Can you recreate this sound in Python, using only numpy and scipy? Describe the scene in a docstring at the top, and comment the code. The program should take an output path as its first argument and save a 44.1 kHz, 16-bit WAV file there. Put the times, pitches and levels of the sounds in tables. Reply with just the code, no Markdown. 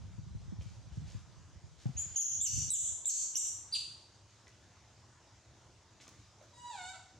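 """Three young monkeys in a bare, hard room, close to the microphone, as hands straighten their clothes.
Seven shrill chirps are swept partials around a whistled octave; a later coo is a stack of harmonics.
Cloth and wicker rustle as shaped crackle and ringing ticks, and echoes and a noisy tail make the room.
Moving air buffets the two ports as low noise and decaying puffs, over faint room noise.
A limiter holds the treble of the loud chirps flat and ducks the bass with it."""
import sys
import numpy as np
from scipy import signal
from scipy.fft import rfft, irfft, next_fast_len
from scipy.io import wavfile
from scipy.ndimage import uniform_filter1d

SR = 44100
rng = np.random.default_rng(int(sys.argv[2]) if len(sys.argv) > 2 else 0)


def waveform_to_disk(signal):
    """Save audio, clipped to [-1, 1], as 16-bit WAV at the path in sys.argv[1]."""
    frames = np.transpose(np.atleast_2d(signal))
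    scaled = np.clip(frames, -1, 1) * 32767
    samples = np.round(scaled).astype(np.int16)
    wavfile.write(sys.argv[1], SR, samples)


def gain_from_db(level_db):
    """Convert decibel levels to linear amplitude factors (20 dB per decade)."""
    decades = np.asarray(level_db, float) / 20
    return 10 ** decades


N = 317386

# Room noise spectrum. Each row: frequency in Hz, relative density in dB per Hz.
AIR_COLOUR = [(15, -79), (25, -16.5), (107, 4.5), (160, -10.5), (215, -10), (246, -14.5), (340, -10.5),
              (421, -16), (614, -14), (782, -15.5), (919, -13.5), (2360, -23), (6730, -19.5),
              (10400, -40.5), (15500, -61)]
AIR_DB = -62  # rms
# Likeness of the room noise at the two ports. Each row: frequency in Hz, likeness from 0 to 1.
AIR_LIKENESS = [(60, 0.99), (180, 0.9), (550, 0.9), (1650, 0.9), (4970, 0.64), (15000, 0.18)]

# Moving air on the ports. Each row: time in seconds, rumble level in dB.
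BUFFET_LEVEL = [(0.0, -46), (0.62, -49), (0.86, -54), (1.06, -43), (1.26, -58), (1.8, -60.5), (2.36, -54.5),
                (2.53, -37), (2.86, -58.5), (3.05, -70.5), (4.0, -76)]
# Rumble spectrum. Each row: frequency in Hz, relative density in dB per Hz.
BUFFET_COLOUR = [(12, -41), (20, -29), (59, 2.5), (107, 2), (186, -8), (251, -26.5), (364, -34), (544, -46),
                 (700, -59), (910, -85), (1540, -120)]
# The strongest puffs. Each row: start in seconds, level in dB, settled pitch in Hz, left minus right in dB.
THUMPS = [(0.049, -38, 102, 0), (0.181, -33.5, 103, 16), (0.308, -31, 68, 5), (0.348, -26, 113, 0),
          (0.479, -30, 97, -2), (0.521, -28.5, 173, -4), (0.587, -25.5, 74.6, -3),
          (0.658, -34, 100.5, 13.5), (0.919, -34, 64, 13), (0.972, -25.5, 104, -4), (1.148, -27, 92.5, 8.5),
          (1.558, -37.5, 64.6, -9), (1.638, -36.5, 88.5, -3), (1.856, -18, 119, 2.5), (1.89, -28, 132, 6),
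          (1.952, -28, 70.4, -1), (1.985, -35, 78, 3), (2.533, -28, 111, -2), (2.575, -25.5, 97, 0),
          (2.617, -36, 98, -2), (2.677, -32, 110, -3), (2.917, -36.5, 87.5, -1)]
THUMP_T60_S = 0.083
THUMP_SAG, THUMP_SAG_S = 0.85, 0.0034  # the first swing is faster by this share, then settles
PUFFS_PER_S, PUFF_DB = 14, 10.5  # small puffs; dB above the rumble
PUFF_LOW_HZ, PUFF_HIGH_HZ = 67, 163

# Strokes of the hands over cloth and wicker. Each row: start in seconds, length in seconds,
# level of the 8.5-13 kHz band in dB at the hands.
STROKES = [(0.0, 0.16, -86), (0.566, 0.23, -79.5), (0.897, 0.18, -80.5), (1.04, 0.18, -76),
           (1.296, 0.27, -91), (1.764, 0.16, -76), (1.894, 0.42, -75), (4.245, 0.29, -85.5),
           (4.46, 0.81, -88.5), (5.202, 0.32, -92), (5.992, 0.068, -72.5), (6.06, .25, -83),
           (6.393, 0.15, -84)]
STROKE_RISE, STROKE_FADE_DB = 0.18, -5.5  # share of the length; loss by the end
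# Fibre crackle spectrum. Each row: frequency in Hz, relative density in dB per Hz.
RUSTLE_COLOUR = [(180, -32), (300, -3), (391, -17), (907, -13), (1030, -19), (1300, -11), (2100, -11),
                 (6790, -7), (15500, -46)]
# Single ticks. Each row: start in seconds, ring level in dB at the hands, ring pitch in Hz,
# snap level in dB at the hands.
TICKS = [(.611, -53, 2500, -46), (1.859, -51, 770, -51), (4.47, -49.5, 1940, -44), (6.01, -56, 3100, -50),
         (6.068, -54, 1176, -50), (6.07, -37.5, 6600, -47), (6.08, -52, 4500, -48), (6.412, -48, 594, -63)]
# Snap spectrum. Each row: frequency in Hz, relative density in dB per Hz.
SNAP_COLOUR = [(300, 3), (1500, -3.5), (3000, 0), (6500, -1.5), (10000, -20.5), (15500, -43)]
TICK_RISE_S, TICK_FUZZ = 0.0003, 0.68  # fuzz: rms share by which the ring flickers

# First wall echoes. Each row: delay in seconds, left and right level in dB before the echo colour.
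ECHOES = [(.006, -5, -42), (.011, -4, 3.5), (0.015, -8, -6.5), (.021, -11.5, -9), (0.029, -40, -19.5)]
# Walls and cloth swallow part of the top. Each row: frequency in Hz, gain in dB.
ECHO_COLOUR = [(3000, -2), (5000, -5.5), (7000, -8), (12000, 4.5)]
# Room tail. Each row: frequency in Hz, 60 dB decay time in seconds, left-right likeness from 0 to 1.
ROOM = [(500, 0.75, 1), (2500, 0.64, 0.79), (4900, 0.64, 0.63), (8000, 0.58, 0.12), (12800, 0.5, 0.081)]

# One table a chirp. Each row: time in seconds, pitch (half the octave) in Hz, effort in dB.
CHIRPS = [
    [(1.957, 3204, -53.5), (1.971, 3375, -39.5), (1.983, 3560, -42), (2.006, 3476, -40.5)],
    [(2.150, 3505, -32), (2.159, 3130, -25.5), (2.172, 3497, -27), (2.204, 3300, -24.5), (2.220, 2610, -31)],
    [(2.403, 3810, -30), (2.408, 3398, -24), (2.417, 3795, -26), (2.430, 3883, -29), (2.450, 3172, -24.5),
     (2.466, 2844, -20.5), (2.474, 2047, -38)],
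    [(2.695, 3896, -22.5), (2.716, 4188, -30.5), (2.734, 3606, -22), (2.743, 3540, -28),
     (2.757, 2890, -31.5)],
    [(3.047, 3618, -28.5), (3.054, 3676, -34), (3.062, 4216, -29), (3.081, 3532, -22), (3.091, 2933, -23.5),
     (3.102, 1967, -44)],
    [(3.346, 2950, -26.5), (3.352, 2818, -26.5), (3.358, 3010, -26.5), (3.366, 3824, -26.5),
     (3.377, 3740, -39.5), (3.384, 4460, -23)],
    [(3.714, 4720, -60), (3.718, 4708, -45), (3.728, 4782, -40), (3.739, 4363, -39), (3.748, 3126, -47.5),
     (3.756, 2480, -47.5)],
]
# One row a chirp. Each row: settled fundamental in dB against the octave before the throat, its
# unsteadiness from 0 to 1, extra spacing of the partials as a share of the pitch at the start,
# the same at the end, attack in seconds.
VOICES = [(-29, 0.6, .28, 0.059, .001), (-32, 0.6, .08, .02, .0006), (-25, 0.4, 0.0075, 0.018, 0.0011),
          (-25, 0.5, 0.031, 0.024, 0.00025), (-29, 0.12, 0, 0.059, 0.00035),
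          (-28, 0.6, 0.0049, 0.0017, 0.00075), (1.5, 0.04, 0, 0, .001)]
# Third and fourth partial in dB against the octave, before the throat.
OVERTONES_DB = [-13.5, -12.5]
# Throat on the octave and above. Each row: frequency in Hz, gain in dB.
CHIRP_THROAT = [(4000, 12.5), (5300, -13), (6000, 2.5), (7500, 4), (9000, -7.5), (12000, -13), (16000, -37)]
# Throat on the fundamental. Each row: frequency in Hz, gain in dB.
LOW_THROAT = [(2000, 3), (2900, 2), (3500, 1.5), (4100, 3.5), (4750, 3)]
LOW_ONSET_DB, LOW_ONSET_S = 10.5, 0.0054  # early boost of the fundamental and its decay
SPACING_SETTLES_S, RELEASE_S = 0.0207, 0.0022
CHIRP_ROUGH = 0.084  # rms share by which the level flickers
PITCH_ROUGH = 0.14 * CHIRP_ROUGH  # rms share by which the pitch shakes

# The coo. Each row: time in seconds, pitch in Hz, level in dB.
COO = [(6.522, 963, -65), (6.57, 958, -61), (6.589, 965.8, -53), (6.654, 974.4, -50.5), (6.70, 951, -48.5),
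       (6.756, 790, -54), (6.785, 733, -53), (6.83, 719.2, -52), (6.87, 742.4, -51), (6.898, 767, -52),
       (6.914, 743, -64), (6.936, 680, -61.5), (6.957, 666, -43.5)]
# Throat and mouth of the coo. Each row: frequency in Hz, relative gain in dB.
COO_THROAT = [(600, -8), (970, 6.5), (1440, -3), (1900, -16.5), (2200, -9.5), (3000, -17), (3700, -8.5),
              (4500, -12.5), (5200, -20.5), (5900, -19), (7400, -9.5), (9000, -26.5), (13000, -54)]
COO_ONSET_BRIGHT_DB, COO_ONSET_S = 4, 0.058  # dB per octave; the soft onset is thin and bright
COO_OPENS_DB_PER_S = 5  # dB per octave each second: brightness grows as the mouth opens

TREBLE_FROM_HZ, TREBLE_LATE_S = 4350, 0.00941


def evened(x):
    """Scales to rms 1."""
    return x / np.sqrt(np.mean(x ** 2) + 1e-20)


def read(points, hz):
    """Reads a table along log frequency."""
    f, value = np.transpose(points)
    return np.interp(np.log(hz + 1), np.log(f + 1), value)


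def add(mix, s, sound):
    """Mixes a sound in at s seconds."""
    part = mix[..., round(s * SR):][..., :sound.shape[-1]]
    part += sound[..., :part.shape[-1]]


def coloured(x, points):
    """Filters along time with a spectrum in dB."""
    size = next_fast_len(N)
    gain = gain_from_db(read(points, np.fft.rfftfreq(size, 1 / SR)))
    return irfft(rfft(x, size) * gain, size)[..., :N]


def wobble(count, size):
    """Smooth random curve of rms 1, averaged over size samples."""
    return uniform_filter1d(rng.standard_normal(count), size) * np.sqrt(size)


def sides(pan_db):
    """Left and right gains."""
    return gain_from_db(np.array([pan_db / 2, -pan_db / 2]))


def air():
    """Steady room noise with drifting patches, alike at both ports in the bass."""
    frames, hz = N // 256 + 5, np.fft.rfftfreq(1024, 1 / SR)
    a, b, c, d, patches = rng.standard_normal((frames, 513, 5)).T
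    patches = uniform_filter1d(patches, 10, 0)  # smooth along frequency
    patches = evened(uniform_filter1d(patches, 14, 1))  # and along time
    same = np.clip(read(AIR_LIKENESS, hz), -1, 1)[:, None]
    left = a + 1j * b
    right = same * left + np.sqrt(1 - same ** 2) * (c + 1j * d)
    z = np.array([left, right]) * gain_from_db(1.9 * patches)
    noise = signal.istft(z, nperseg=1024, noverlap=768)[1][:, :N]
    return gain_from_db(AIR_DB) * evened(coloured(noise, AIR_COLOUR))


def thump(db, hz, pan_db, lead):
    """One puff swings both diaphragms out of step and knocks the housing."""
    u = np.arange(6000) / SR
    turn = 2 * np.pi * hz * (u + THUMP_SAG * THUMP_SAG_S * (1 - np.exp(-u / THUMP_SAG_S)))
    swing = np.sin(turn + np.array([[0], [lead]]))
    swing *= gain_from_db(-60 * u / THUMP_T60_S) * (1 - np.exp(-u / 0.0052))
    knock = np.sin(1.824 * turn + np.array([[lead], [0]]))
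    knock *= gain_from_db(-12.5 - 60 * u / 0.067) * (1 - np.exp(-u / 0.0092))
    return gain_from_db(db) * sides(pan_db)[:, None] * (swing + knock)


def buffet():
    """Lumpy low rumble, unrelated at each port, with strong single puffs and many small ones."""
    t = np.arange(N) / SR
    level_db = np.interp(t, *np.transpose(BUFFET_LEVEL), right=-140)
    lumps = gain_from_db(3.7 * np.array([wobble(N, size=900), wobble(N, size=900)]))
    rumble = coloured(rng.standard_normal((2, N)) * lumps, BUFFET_COLOUR)
    out = evened(rumble) * gain_from_db(level_db)
    slots = np.arange(0, BUFFET_LEVEL[-1][0], 1 / PUFFS_PER_S)
    late, pitch = rng.random((len(slots), 2)).T
    s = slots + late / PUFFS_PER_S
    puff_db = np.interp(s, t, level_db) + PUFF_DB
    puff_hz = PUFF_LOW_HZ * (PUFF_HIGH_HZ / PUFF_LOW_HZ) ** pitch
    small = zip(s, puff_db, puff_hz, np.zeros(len(s)))  # centred
    for s, *row in [*THUMPS, *small]:
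        lead = rng.uniform(0.33, 2.8) * rng.choice([-1, 1])  # radians between the ports
        add(out, s, thump(*row, lead))
    return out


def stroke(length, db):
    """Pressure rises, then fades until the hand lets go."""
    u = np.arange(0, 1, 1 / (length * SR))
    fade_db = STROKE_FADE_DB * np.maximum(u - STROKE_RISE, 0) / (1 - STROKE_RISE)
    return gain_from_db(db + fade_db) * np.minimum(u / STROKE_RISE, 1) * np.minimum((1 - u) / 0.19, 1)


def rustle():
    """Dense crackle of fibres, sparse grains of uneven size, under the pressure of each stroke."""
    sizes = gain_from_db(3.5 * np.minimum(rng.exponential(1, N), 4))
    struck = rng.random(N) < 5000 / SR  # 5000 grains a second
    crackle = coloured(rng.standard_normal(N) * sizes * struck, RUSTLE_COLOUR)
    band = signal.butter(4, [8500, 13000], "bandpass", fs=SR, output="sos")
    top = signal.sosfilt(band, crackle)
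    pressure = np.zeros(N)
    for s, length, db in STROKES:
        add(pressure, s, stroke(length, db))
    return pressure * crackle / top.std()


def ticks():
    """Single ticks of wicker and claws: a fuzzy ring and a short snap of noise."""
    out, u = np.zeros(N), np.arange(2000) / SR
    snaps = evened(coloured(rng.standard_normal(N), SNAP_COLOUR))
    snaps = snaps[:2000 * len(TICKS)].reshape(-1, 2000)
    for (s, db, hz, snap_db), snap in zip(TICKS, snaps):
        ring = np.sin(2 * np.pi * hz * u) * gain_from_db(-60 * u * hz / 45)  # as many swings at any pitch
        ring *= 1 + TICK_FUZZ * wobble(len(u), size=round(SR / hz))
        tick = gain_from_db(db) * ring + gain_from_db(snap_db - 60 * u / 0.017) * snap
        add(out, s, tick * np.minimum(u / TICK_RISE_S, 1))
    return out


def room(x):
    """A few wall echoes, then sparse taps of random sign, each band dying at its own speed."""
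    taps = np.zeros((2, SR))
    at = np.arange(450, SR - 20, 20) + rng.integers(0, 20, (2, (SR - 451) // 20))
    np.put_along_axis(taps, at, rng.choice([-1., 1.], at.shape), 1)
    hz, t, z = signal.stft(taps, SR, nperseg=256)
    t60, same = (read([(row[0], row[k]) for row in ROOM], hz)[:, None] for k in (1, 2))
    same = np.clip(same, 0, 1)  # close ports share the long waves
    z = np.array([z[0], same * z[0] + np.sqrt(1 - same ** 2) * z[1]])
    tail = signal.istft(z * gain_from_db(-60 * t / t60), SR, nperseg=256)[1]
    tail *= gain_from_db(1.5) / np.linalg.norm(tail[0])
    echoes = np.zeros((2, 4096))
    for s, *db in ECHOES:
        echoes[[0, 1], round(s * SR) + np.array([1, 0])] += gain_from_db(db)  # one sample later at the left port
    add(tail, 0, coloured(echoes, ECHO_COLOUR)[:, :4096])
    tail[[0, 1], [0, 1]] += 1  # direct sound from the left: one sample later at the right port
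    return signal.fftconvolve(x[None], tail, axes=1)[:, :N]


def chirp(rows, low_db, low_rough, spread, last_spread, attack):
    """Tight folds whistle at the octave; a second vibration sets the spacing of the partials around it."""
    s, *columns = np.transpose(rows)
    t = np.arange(s[0], s[-1], 1 / SR)
    since = t - s[0]
    hz, effort_db = (np.interp(t, s, c) for c in columns)
    low_db = low_db - 14 * np.exp(-since / 0.0012)  # the fundamental swells in softly
    low_db += LOW_ONSET_DB * np.exp(-since / LOW_ONSET_S)
    low_db += 20 * np.log10(abs(1 + low_rough * wobble(len(t), size=90)) + 1e-6)
    spacing = 1 + last_spread + (spread - last_spread) * np.exp(-since / SPACING_SETTLES_S)
    shaken = hz * (1 + PITCH_ROUGH * wobble(len(t), size=40))
    tone = np.zeros(len(t))
    for k, db in enumerate([low_db, 0, *OVERTONES_DB]):
        multiple = 2 + (k - 1) * spacing
        throat_db = read(CHIRP_THROAT if k else LOW_THROAT, multiple * hz)
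        tone += gain_from_db(db + throat_db) * np.sin(2 * np.pi * np.cumsum(multiple * shaken) / SR)
    edge = np.clip(np.minimum(since / attack, (s[-1] - t) / RELEASE_S), 0, 1)
    flicker = 1 + CHIRP_ROUGH * wobble(len(t), size=30)
    return s[0], np.sqrt(2) * gain_from_db(effort_db) * flicker * tone * edge


def coo():
    """A clear stack of harmonics through a nearly shut mouth."""
    s, *columns = np.transpose(COO)
    t = np.arange(s[0], s[-1], 1 / SR)
    since = t - s[0]
    hz, level_db = (np.interp(t, s, c) for c in columns)
    bright_db = COO_ONSET_BRIGHT_DB * np.exp(-(since / COO_ONSET_S) ** 6) + COO_OPENS_DB_PER_S * since
    turn = 2 * np.pi * np.cumsum(hz * (1 + 0.002 * wobble(len(t), size=200))) / SR
    harmonics = np.arange(1, 19)
    sizes = np.array([gain_from_db(read(COO_THROAT, k * hz) + bright_db * np.log2(k)) for k in harmonics])
    tone = (sizes * np.sin(harmonics[:, None] * turn)).sum(0)
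    tone /= np.sqrt((sizes ** 2).sum(0) / 2)  # rms 1 at every moment
    return s[0], gain_from_db(level_db) * tone * signal.windows.tukey(len(t), 0.08)


def scene():
    """Calls and hands in the room, over room noise and buffeting."""
    calls = np.zeros(N)
    for rows, voice in zip(CHIRPS, VOICES):
        add(calls, *chirp(rows, *voice))
    add(calls, *coo())
    hands = rustle() + ticks()
    in_room = room(calls + gain_from_db(-9.5) * hands)
    close = gain_from_db(-13.0) * hands  # near the microphone, so less of the room
    return in_room + close + air() + buffet()


def roll_off(x):
    """The treble ends steeply here."""
    return signal.sosfilt(signal.butter(12, 16210, fs=SR, output="sos"), x)


def record(dry):
    """The treble passes a limiter and comes late; the bass is ducked by nearly as much."""
    dry = signal.sosfilt(signal.butter(2, 45, "highpass", fs=SR, output="sos"), dry)  # rumble filter
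    low = signal.oaconvolve(dry, signal.firwin(401, TREBLE_FROM_HZ, fs=SR)[None], "same")
    high = dry - low
    power_db = 10 * np.log10(abs(uniform_filter1d((high ** 2).mean(0), 130)) + 1e-12)
    fall = np.arange(N) * 105.0 / SR  # recovery of 105 dB a second
    held_db = np.maximum.accumulate(power_db + fall) - fall
    over_db = np.maximum(held_db + 32, 0)  # threshold -32 dB
    keep = np.exp(-1 / (0.0017 * SR))  # slow enough to let the first peak through
    over_db = signal.lfilter([1 - keep], [1, -keep], over_db)
    late = np.roll(high / gain_from_db(1.017 * over_db), round(TREBLE_LATE_S * SR), axis=1)
    return roll_off(low / gain_from_db(0.99 * over_db) + late)


dry = scene()
out = record(dry)
waveform_to_disk(out)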